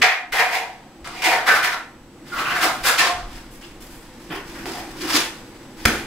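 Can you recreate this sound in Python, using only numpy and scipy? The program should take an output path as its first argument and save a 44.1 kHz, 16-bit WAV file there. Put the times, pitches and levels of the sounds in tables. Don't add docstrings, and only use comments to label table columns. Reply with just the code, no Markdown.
import sys
import numpy as np
from scipy import signal
from scipy.io import wavfile
from scipy.ndimage import uniform_filter1d, map_coordinates

SR = 44100
rng = np.random.default_rng(int(sys.argv[2]) if len(sys.argv) > 2 else 0)


def digitize_waveform(pressure):
    field = np.atleast_2d(pressure).T
    bounded = np.clip(field, -1, 1)
    quanta = np.round(bounded * 32767).astype(np.int16)
    wavfile.write(sys.argv[1], SR, quanta)


def magnitude_from_level(level_db):
    exponent = np.asarray(level_db, float) / 20
    return 10 ** exponent


N = 267246

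# f/Hz, level/dB per Hz
HUM_SPECTRUM = [(29, -24), (50, -24), (129, -2), (172, -6.5), (253, 0.5), (293, -1.5), (339, 3),
                (431, -15.5), (464, -5), (717, -17), (771, -10.5), (1110, -16), (6040, -27.5),
                (8070, -30.5), (16300, -38)]
# t/s, level/dB
HUM_LEVEL = [(0.0, -33.5), (.1, -64), (.3, -49), (.4, -51), (1.1, -44), (1.5, -46), (2.1, -46.5),
             (2.5, -38), (3.1, -44.5), (4.2, -43.5), (4.7, -39), (5.6, -42), (6.06, -42)]
# f/Hz, level/dB re usual hum
WHINE_TONES = [(7854, -83), (7881, -65)]
# t/s, level/dB, decay/s
KNEE_THUMPS = [(.33, -45, 0.027), (1.03, -43, 0.064), (1.972, -51, 0.097), (2.83, -32, 0.027),
               (3.14, -37, 0.24), (3.27, -42, .08), (3.38, -55, 0.034), (3.7, -46.5, 0.15),
               (3.92, -56, 0.11), (4.34, -40, 0.035), (4.46, -49, 0.21), (4.78, -48, 0.046),
               (5.11, -58, 0.094), (5.8, -50, 0.23)]
# level/dB, rise/s, decay/s
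SLAP_BASS = (-27, 0.043, 0.052)

# f/Hz, correlation
PORT_LIKENESS = [(60, 0.86), (180, 1), (550, 0.94), (1650, 0.7), (4970, 0.021), (15000, 0.034)]
# f/Hz, t60/s
WALL_T60 = [(60, 0.05), (260, 0.12), (730, 0.48), (1840, 0.42), (4850, 0.36), (9000, 0.39), (15000, 0.29)]

# f/Hz, level/dB per Hz
GRIT_SPECTRUM = [(1290, -22.5), (2200, -8), (2740, -7), (3310, -7), (5140, -10), (8500, -22),
                 (11000, -32.5), (18700, -120)]
FIZZ_SPECTRUM = [(4410, -32.5), (7500, -8.5), (13500, -10), (16000, -14)]
SQUELCH_SPECTRUM = [(300, -50), (600, 9), (1200, 5), (2000, 9.5), (3000, 2.5), (4500, -5.5), (9000, -74)]

# t/s, rise/s, fall/(dB/s), grit level/dB, fizz level/dB re grit
CLOTH_BRUSHES = [
    (3.25, .11, 110, -43, -8),
    (3.49, 0.036, 74, -52.5, 3),
    (3.605, 0.013, 96, -45, -9),
    (3.8, 0.01, 41, -48, 1.5),
    (3.88, 0.029, 120, -50, 0),
    (4.0, 0.04, 10, -56, -12),
    (4.17, 0.044, 60, -52.5, -3),
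    (5.33, 0.018, 17, -52.5, -8),
    (5.6, 0.055, 30, -62, -9),
]
# t/s, rise/s, fall/(dB/s), grit level/dB, squelch level/dB re grit
DIG_MOVES = [(4.297, 0.019, 148, -43.5, 17), (4.33, 0.028, 299, -39, 7.5), (4.44, 0.04, 39, -43.5, 1.5),
             (4.54, 0.04, 150, -43, 9), (4.654, 0.0033, 62, -35, 0), (4.74, 0.037, 122, -40.5, 5),
             (4.85, 0.073, 60, -46.5, 3), (4.96, 0.054, 68, -35.5, -2), (5.03, 0.0072, 150, -30.5, 5),
             (5.065, 0.07, 154, -20.5, 0.5), (5.12, 0.037, 295, -13.5, -3), (5.74, 0.11, 133, -40.5, 2)]
# f/Hz, width/Hz, level/dB
BUCKET_MODES = [
    (252, 220, -7.5),
    (330, 25, 12),
    (506, 4.6, 5),
]

# t/s, peak level/dB, length/s
LUMP_IMPACTS = [
    (5.8528, 3, 0.0044),
    (5.8561, -9.5, 0.00284),
    (5.88, -9, 0.0043),
    (5.87, -19.5, 0.088),
]
# f/Hz, level/dB per Hz
SLAP_SPECTRUM = [(15, -35), (25, 0), (150, -10.5), (237, -1), (613, -16.5), (826, -9.5), (945, -17.5),
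                 (2130, -11.5), (3470, -17), (12800, -29.5), (16300, -35)]
# f/Hz, level/dB, decay/s
FLOOR_THUDS = [(67, -18, 0.048), (224, -16, 0.052), (379, -18, 0.014)]

# t/s, peak level/dB, f/Hz
GRAIN_SNAPS = [
    (0.015, -24, 2180),
    (0.0374, -22, 1870),
    (1.074, -24, 2110),
    (1.2212, -20, 2500),
    (2.6444, -29, 1520),
    (4.6573, -20.5, 1690),
]
# t/s, length/s, f/Hz, level/dB
MODE_SINGS = [(0.036, 0.093, 714, -28.5), (.13, .13, 730, -39), (.375, 0.058, 1860, -18),
              (0.531, 0.088, 744, -27.5), (.64, .17, 740, -49), (1.261, 0.081, 723, -25.5),
              (1.26, 0.085, 335, -29), (1.467, 0.12, 1535, -18), (2.32, 0.041, 1400, -26),
              (2.375, 0.043, 1150, -30), (2.42, 0.14, 1444, -33), (2.632, 0.056, 315, -26.5),
              (2.858, 0.073, 1670, -20.5), (2.985, 0.043, 1800, -16.5), (3.016, .05, 1060, -19),
              (3.03, 0.11, 710, -25.5), (3.18, 0.066, 1176, -39), (3.23, 0.0675, 700, -51),
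              (4.96, 0.072, 313, -32), (5.025, 0.048, 327, -24.5), (5.141, 0.063, 280, -19)]
# t/s,
# length/s, f/Hz, level/dB
WIDE_SCUFFS = [(1.072, .008, 8100, -37), (1.47, .12, 530, -32), (1.219, 0.085, 1510, -27),
               (2.38, 0.033, 2840, -28), (2.44, .13, 2670, -29), (2.84, 0.12, 545, -35),
               (2.99, .1, 330, -35.5), (3.03, 0.099, 543, -33.5), (3.624, .04, 2850, -45),
               (4.298, .03, 169, -33.5), (4.3, 0.096, 339, -30.5), (4.302, 0.098, 3000, -38),
               (4.55, .07, 1500, -44), (4.654, 0.089, 330, -31.5), (4.655, 0.053, 757, -33.5),
               (4.74, 0.13, 750, -36), (5.853, .012, 1480, -11.5), (5.89, 0.093, 356, -29)]

# t/s, rise/s, fall/(dB/s), grit level/dB, upper ring f/Hz
BLADE_STROKES = [(.016, 0.0055, 241, -19, 1910), (.09, 0.035, 271, -43, 1970),
                 (.319, 0.0084, 64, -31, 1740), (.35, 0.048, 257.5, -27, 1920), (.5, .05, 210, -30, 1970),
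                 (1.043, 0.0019, 48, -40, 1360), (1.13, 0.047, 60, -41.5, 2380),
                 (1.219, 0.0022, 106, -30, 2270), (1.23, 0.031, 201, -22, 2060),
                 (1.3, 0.017, 150, -29.5, 1490), (1.455, 0.029, 115, -25.5, 1580),
                 (1.53, 0.033, 294, -30, 1470), (1.62, 0.026, 255, -25.5, 1750),
                 (1.69, 0.048, 454, -33, 1530), (2.25, 0.034, 60, -46.5, 1570),
                 (2.322, 0.0092, 62, -41.5, 1310), (2.35, 0.046, 150, -35, 1180),
                 (2.42, 0.093, 28, -37.5, 1530), (2.55, 0.017, 100, -34, 1560),
                 (2.6, 0.041, 242, -21.5, 1450), (2.828, 0.055, 180, -19.5, 1560),
                 (2.972, 0.022, 188, -17, 1700), (3.02, 0.046, 330, -25.5, 1450),
                 (3.15, 0.039, 120, -46, 1250)]
# t/s, then low ring, upper ring and fizz level/dB re grit
HAND_GRIP = [(.03, 0.5, 10.3, -5), (.12, 3.5, 19, 0), (.33, 8, 9, 2.5), (0.412, 6.5, 14.6, 1),
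             (.56, 6, 9.1, 1), (1.1, 0, 1.8, -7), (1.25, 3, 5.2, -0.5), (1.34, 6.5, 11.5, 0),
             (1.5, 5, 13.9, 2), (1.66, -2.5, 9.8, 2), (1.75, 0, 9.5, -4.5), (2.291, -15, 0.33, 0),
             (2.35, -16, 14.6, 3), (2.52, 7.5, 15.4, 3), (2.64, 2, 5.5, 0.5), (2.88, -5, 4.2, 4),
             (3.0, -7, 1, -5), (3.1, -4, 1.6, -6)]
# f/Hz, width/Hz, level/dB
LOW_BLADE_MODES = [(430, 150, -6), (560, 110, -4), (650, 70, -4), (735, 45, 1), (840, 90, -4),
                   (950, 90, -4)]
UPPER_BLADE_MODES = [(1060, 26, 0.5), (1265, 73, 5.5), (1376, 89, -6), (1535, 66, 3), (1770, 51, -10),
                     (1800, 18, 1), (1909, 89, -3), (1977, 134, 4), (2430, 30, -3), (2370, 72, -9),
                     (2660, 6.5, -17)]


def evened(x):
    return x / np.sqrt(np.mean(x ** 2) + 1e-20)


def read(points, hz):
    f, value = np.transpose(points)
    return np.interp(np.log(hz + 1), np.log(f + 1), value)


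def curve(rows):
    s, value = np.transpose(rows)
    return np.interp(np.arange(N) / SR, s, value)


def colour(x, points):
    gain_db = np.maximum(read(points, abs(np.fft.fftfreq(8192, 1 / SR))), -90)
    log_gain = np.log(magnitude_from_level(gain_db))
    taps = np.fft.ifft(np.exp(np.conj(signal.hilbert(log_gain)))).real[:4096]
    return signal.oaconvolve(x, taps)[:len(x)]


def resonate(x, hz, width):
    turn = np.exp(2j * np.pi * np.cumsum(hz * np.ones(len(x))) / SR)
    r = np.exp(-np.pi * width / SR)
    return 2 * (turn * signal.lfilter([1 - r], [1, -r], x / turn)).real


def ring(x, modes):
    out = np.zeros(len(x))
    for k, (hz, width, db) in enumerate(modes):
        r = np.exp(-np.pi * width / SR)
        pole = r * np.exp(2j * np.pi * hz / SR)
        out += (-1) ** k * magnitude_from_level(db) * signal.lfilter([1 - r], [1, -pole], x).real
    return out


def in_band(x, lo_hz, hi_hz):
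    bandpass = signal.butter(4, [lo_hz, hi_hz], "bandpass", fs=SR, output="sos")
    band = signal.sosfilt(bandpass, x)
    return x / np.sqrt(np.mean(band ** 2))


def swell(s, db, rise, decay):
    out = np.zeros(N)
    part = out[round(s * SR):][:SR]
    u = np.arange(len(part)) / SR
    part += magnitude_from_level(db) * np.minimum(u / rise, 1) * np.exp(-np.maximum(u - rise, 0) / decay)
    return out


def contact(table, fade=1, lag_s=0):
    floor, rise_power = 1e-7, 0.94
    power_sum = np.full(N, floor)
    mixed = np.full(N, floor * table[0][4])
    for s, rise, fall_db, db, value in table:
        at = round((s + lag_s) * SR)
        length_s = min(rise + 50 / fall_db, 1)
        t = np.arange(min(round(length_s * SR), N - at)) / SR
        fallen_db = fade * fall_db * np.maximum(t - rise, 0)
        power = np.minimum(t / rise, 1) ** (2 * rise_power) * magnitude_from_level(2 * (db - fallen_db))
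        power_sum[at:at + len(t)] += power
        mixed[at:at + len(t)] += power * value
    return np.sqrt(power_sum - floor), mixed / power_sum


def diffuse(frames, size):
    hz = np.fft.rfftfreq(size, 1 / SR)
    a, b, c, d = rng.standard_normal((frames, len(hz), 4)).T
    same = np.clip(read(PORT_LIKENESS, hz), -1, 1)[:, None]
    left = a + 1j * b
    right = same * left + np.sqrt(1 - same ** 2) * (c + 1j * d)
    return hz, np.array([left, right])


def background():
    hz, z = diffuse(frames=N // 512 + 5, size=2048)
    z = z * magnitude_from_level(read(HUM_SPECTRUM, hz))[:, None]
    hum = evened(signal.istft(z, nperseg=2048, noverlap=1536)[1][:, :N])
    level = magnitude_from_level(curve(HUM_LEVEL))
    hum_level = level + swell(LUMP_IMPACTS[0][0], *SLAP_BASS)

    t = np.arange(N) / SR
    whine = sum(magnitude_from_level(db + 44.5) * np.sin(2 * np.pi * f * t) for f, db in WHINE_TONES)

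    boards = ring(rng.standard_normal(N), [(23.8, 23, 0)])
    boards = evened(ring(boards, [(33.6, 97, 0)]))
    rise_s = 0.027
    thumps = sum(swell(s - rise_s, db, rise_s, decay) for s, db, decay in KNEE_THUMPS)
    knees = level * magnitude_from_level(-10) + thumps
    return hum_level * magnitude_from_level(0.5) * hum + level * whine + knees * boards


def sway(x, depth_s, per_s):
    t = np.arange(N) / SR
    rates = rng.uniform(.4, 1.6, size=4)
    path = sum(np.sin(2 * np.pi * (f * per_s * t + rng.random())) for f in rates)
    return map_coordinates(x, [np.arange(N) + depth_s * SR * path], order=3)


def room(x):
    out = np.zeros((2, N))
    turn = np.arange(N) / SR * 25
    for k in range(3):
        hz, z = diffuse(frames=220, size=512)
        frame_s = np.arange(220) * 128 / SR
        z *= magnitude_from_level(-60 * frame_s / read(WALL_T60, hz)[:, None])
        tail = signal.istft(z, nperseg=512, noverlap=384)[1]
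        tail *= np.minimum(np.arange(tail.shape[1]) / (0.013 * SR), 1)
        tail /= np.linalg.norm(tail, axis=1, keepdims=True)
        share = np.sqrt(8 / 9) * np.cos(turn + k * np.pi / 3) ** 2
        wet = signal.oaconvolve(x[None] * share, tail, axes=1)[:, :N]
        out += [sway(port, depth_s=.000025, per_s=9) for port in wet]
    return out


def near_walls(x):
    n = np.arange(600)
    taps = rng.standard_normal(600) * np.exp(-n / (0.0048 * SR)) * (n > 10)
    treble = signal.butter(1, 2500, "highpass", fs=SR)
    unlike = signal.lfilter(*treble, taps / np.linalg.norm(taps))
    direct = x * magnitude_from_level(np.array([[-.2], [.2]]))
    return direct + 0.83 * np.array([[1], [-1]]) * signal.oaconvolve(x, unlike)[:N]


def grains(per_s, spread_db):
    size = magnitude_from_level(spread_db * np.minimum(rng.exponential(1, N), 5)) * rng.standard_normal(N)
    return evened(size * (rng.random(N) < per_s / SR))


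def hiss(sand, grit, fizz):
    coarse = in_band(colour(sand, GRIT_SPECTRUM), 2950, 11000)
    return grit * coarse + fizz * evened(colour(sand, FIZZ_SPECTRUM))


def clumped_sand():
    clumps = magnitude_from_level(2.2 * evened(uniform_filter1d(rng.standard_normal(N), size=500)))
    return evened(clumps * grains(per_s=14000, spread_db=-2.5))


def soft_body(sand):
    squelch = evened(colour(sand, SQUELCH_SPECTRUM))
    return evened(1.1 * squelch + 0.44 * evened(resonate(sand, 1130, 710)))


def rustles():
    cloth, fizz_db = contact(CLOTH_BRUSHES)
    sand = clumped_sand()
    return hiss(sand, cloth, cloth * magnitude_from_level(fizz_db)) + cloth * magnitude_from_level(0.5) * soft_body(sand)


def digs():
    grit, squelch_db = contact(DIG_MOVES)
    sand = clumped_sand()
    boom = evened(ring(ring(sand, [(330, 270, 0)]), BUCKET_MODES))
    scrape = hiss(sand, grit, magnitude_from_level(-12) * grit ** 0.9)
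    squelch = grit * magnitude_from_level(squelch_db) * soft_body(sand)
    return scrape + squelch + magnitude_from_level(-17.5) * grit ** 0.6 * boom


def slap():
    t, splash, smack = np.arange(N) / SR, np.zeros(N), np.zeros(N)
    for s, db, length in LUMP_IMPACTS:
        u = np.maximum(t - s, 0) / length
        splash += magnitude_from_level(db) * u * 4.4 * np.exp(-u * 1.88)
        smack[round((s + length / 2) * SR)] = magnitude_from_level(db)
    splash = splash * evened(colour(rng.standard_normal(N), SLAP_SPECTRUM))
    smack = colour(smack, SLAP_SPECTRUM)
    after = np.maximum(t - LUMP_IMPACTS[0][0], 0)
    thud = np.zeros(N)
    for hz, db, decay in FLOOR_THUDS:
        thud += magnitude_from_level(db) * np.sin(2 * np.pi * hz * after) * np.exp(-after / decay)
    return magnitude_from_level(-7.5) * splash + 0.91 * smack / abs(smack).max() + thud


def snaps():
    out, t = np.zeros(N), np.arange(300) / SR
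    for s, db, hz in GRAIN_SNAPS:
        tick = np.sin(2 * np.pi * hz * t) * np.exp(-t / 0.00025)
        out[round(s * SR):][:len(t)] += magnitude_from_level(db + 13) * tick
    return signal.lfilter(*signal.butter(2, 500, "highpass", fs=SR), out)


def sings(table, width_hz, spread, onset):
    out = np.zeros(N)
    all_slips = rng.standard_normal((len(table), SR // 4))
    for (s, length, hz, db), slips in zip(table, all_slips):
        width = width_hz + spread * hz
        tone = ring(slips, [(hz, width, 0)])
        tone = ring(tone, [(hz, 2 * width, 0)])[-round(length * SR):]
        progress = np.linspace(0, 1, len(tone))
        shape = np.interp(progress, [0, onset, .7, 1], [0.25, 0.81, 0.75, 0.042])
        out[round(s * SR):][:len(tone)] += magnitude_from_level(db) * evened(tone) * shape
    return out


def strokes():
    grit, upper_hz = contact(BLADE_STROKES)
    fizz = contact(BLADE_STROKES, fade=1.15)[0]
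    late = contact(BLADE_STROKES, fade=0.78, lag_s=0.013)[0]
    s, low_db, upper_db, fine_db = np.transpose(HAND_GRIP)
    sand = grains(per_s=12000, spread_db=1.5)

    low = resonate(resonate(sand, 787, 660), 787, 660)
    low = evened(ring(low, LOW_BLADE_MODES))
    free = resonate(resonate(sand, upper_hz, 1000), upper_hz, 980)
    upper = evened(0.44 * evened(free) + .5 * evened(ring(free, UPPER_BLADE_MODES)))

    low_ring = late * magnitude_from_level(curve(np.c_[s, low_db])) * low
    upper_ring = grit * magnitude_from_level(curve(np.c_[s, upper_db])) * upper
    fizz = magnitude_from_level(-5 + curve(np.c_[s, fine_db])) * fizz
    return hiss(sand, grit, fizz) + low_ring + upper_ring


def scene():
    edge = sings(MODE_SINGS, width_hz=22, spread=0.024, onset=0.21)
    edge += sings(WIDE_SCUFFS, width_hz=0, spread=0.21, onset=0.024)
    near = magnitude_from_level(-1.5) * (strokes() + digs() + rustles()) + edge + snaps() + slap()
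    return magnitude_from_level(-2) * near_walls(near) + magnitude_from_level(-4.0) * room(near) + background()


def low_pass(x):
    return signal.sosfilt(signal.butter(12, 16440, fs=SR, output="sos"), x)


def record(dry):
    lowpass = signal.firwin(511, 15780, window=("kaiser", 8), fs=SR)
    limited = signal.oaconvolve(dry, lowpass[None], "same")
    mix = np.clip(limited, -1, 1)
    return low_pass(mix)


dry = scene()
out = record(dry)
digitize_waveform(out)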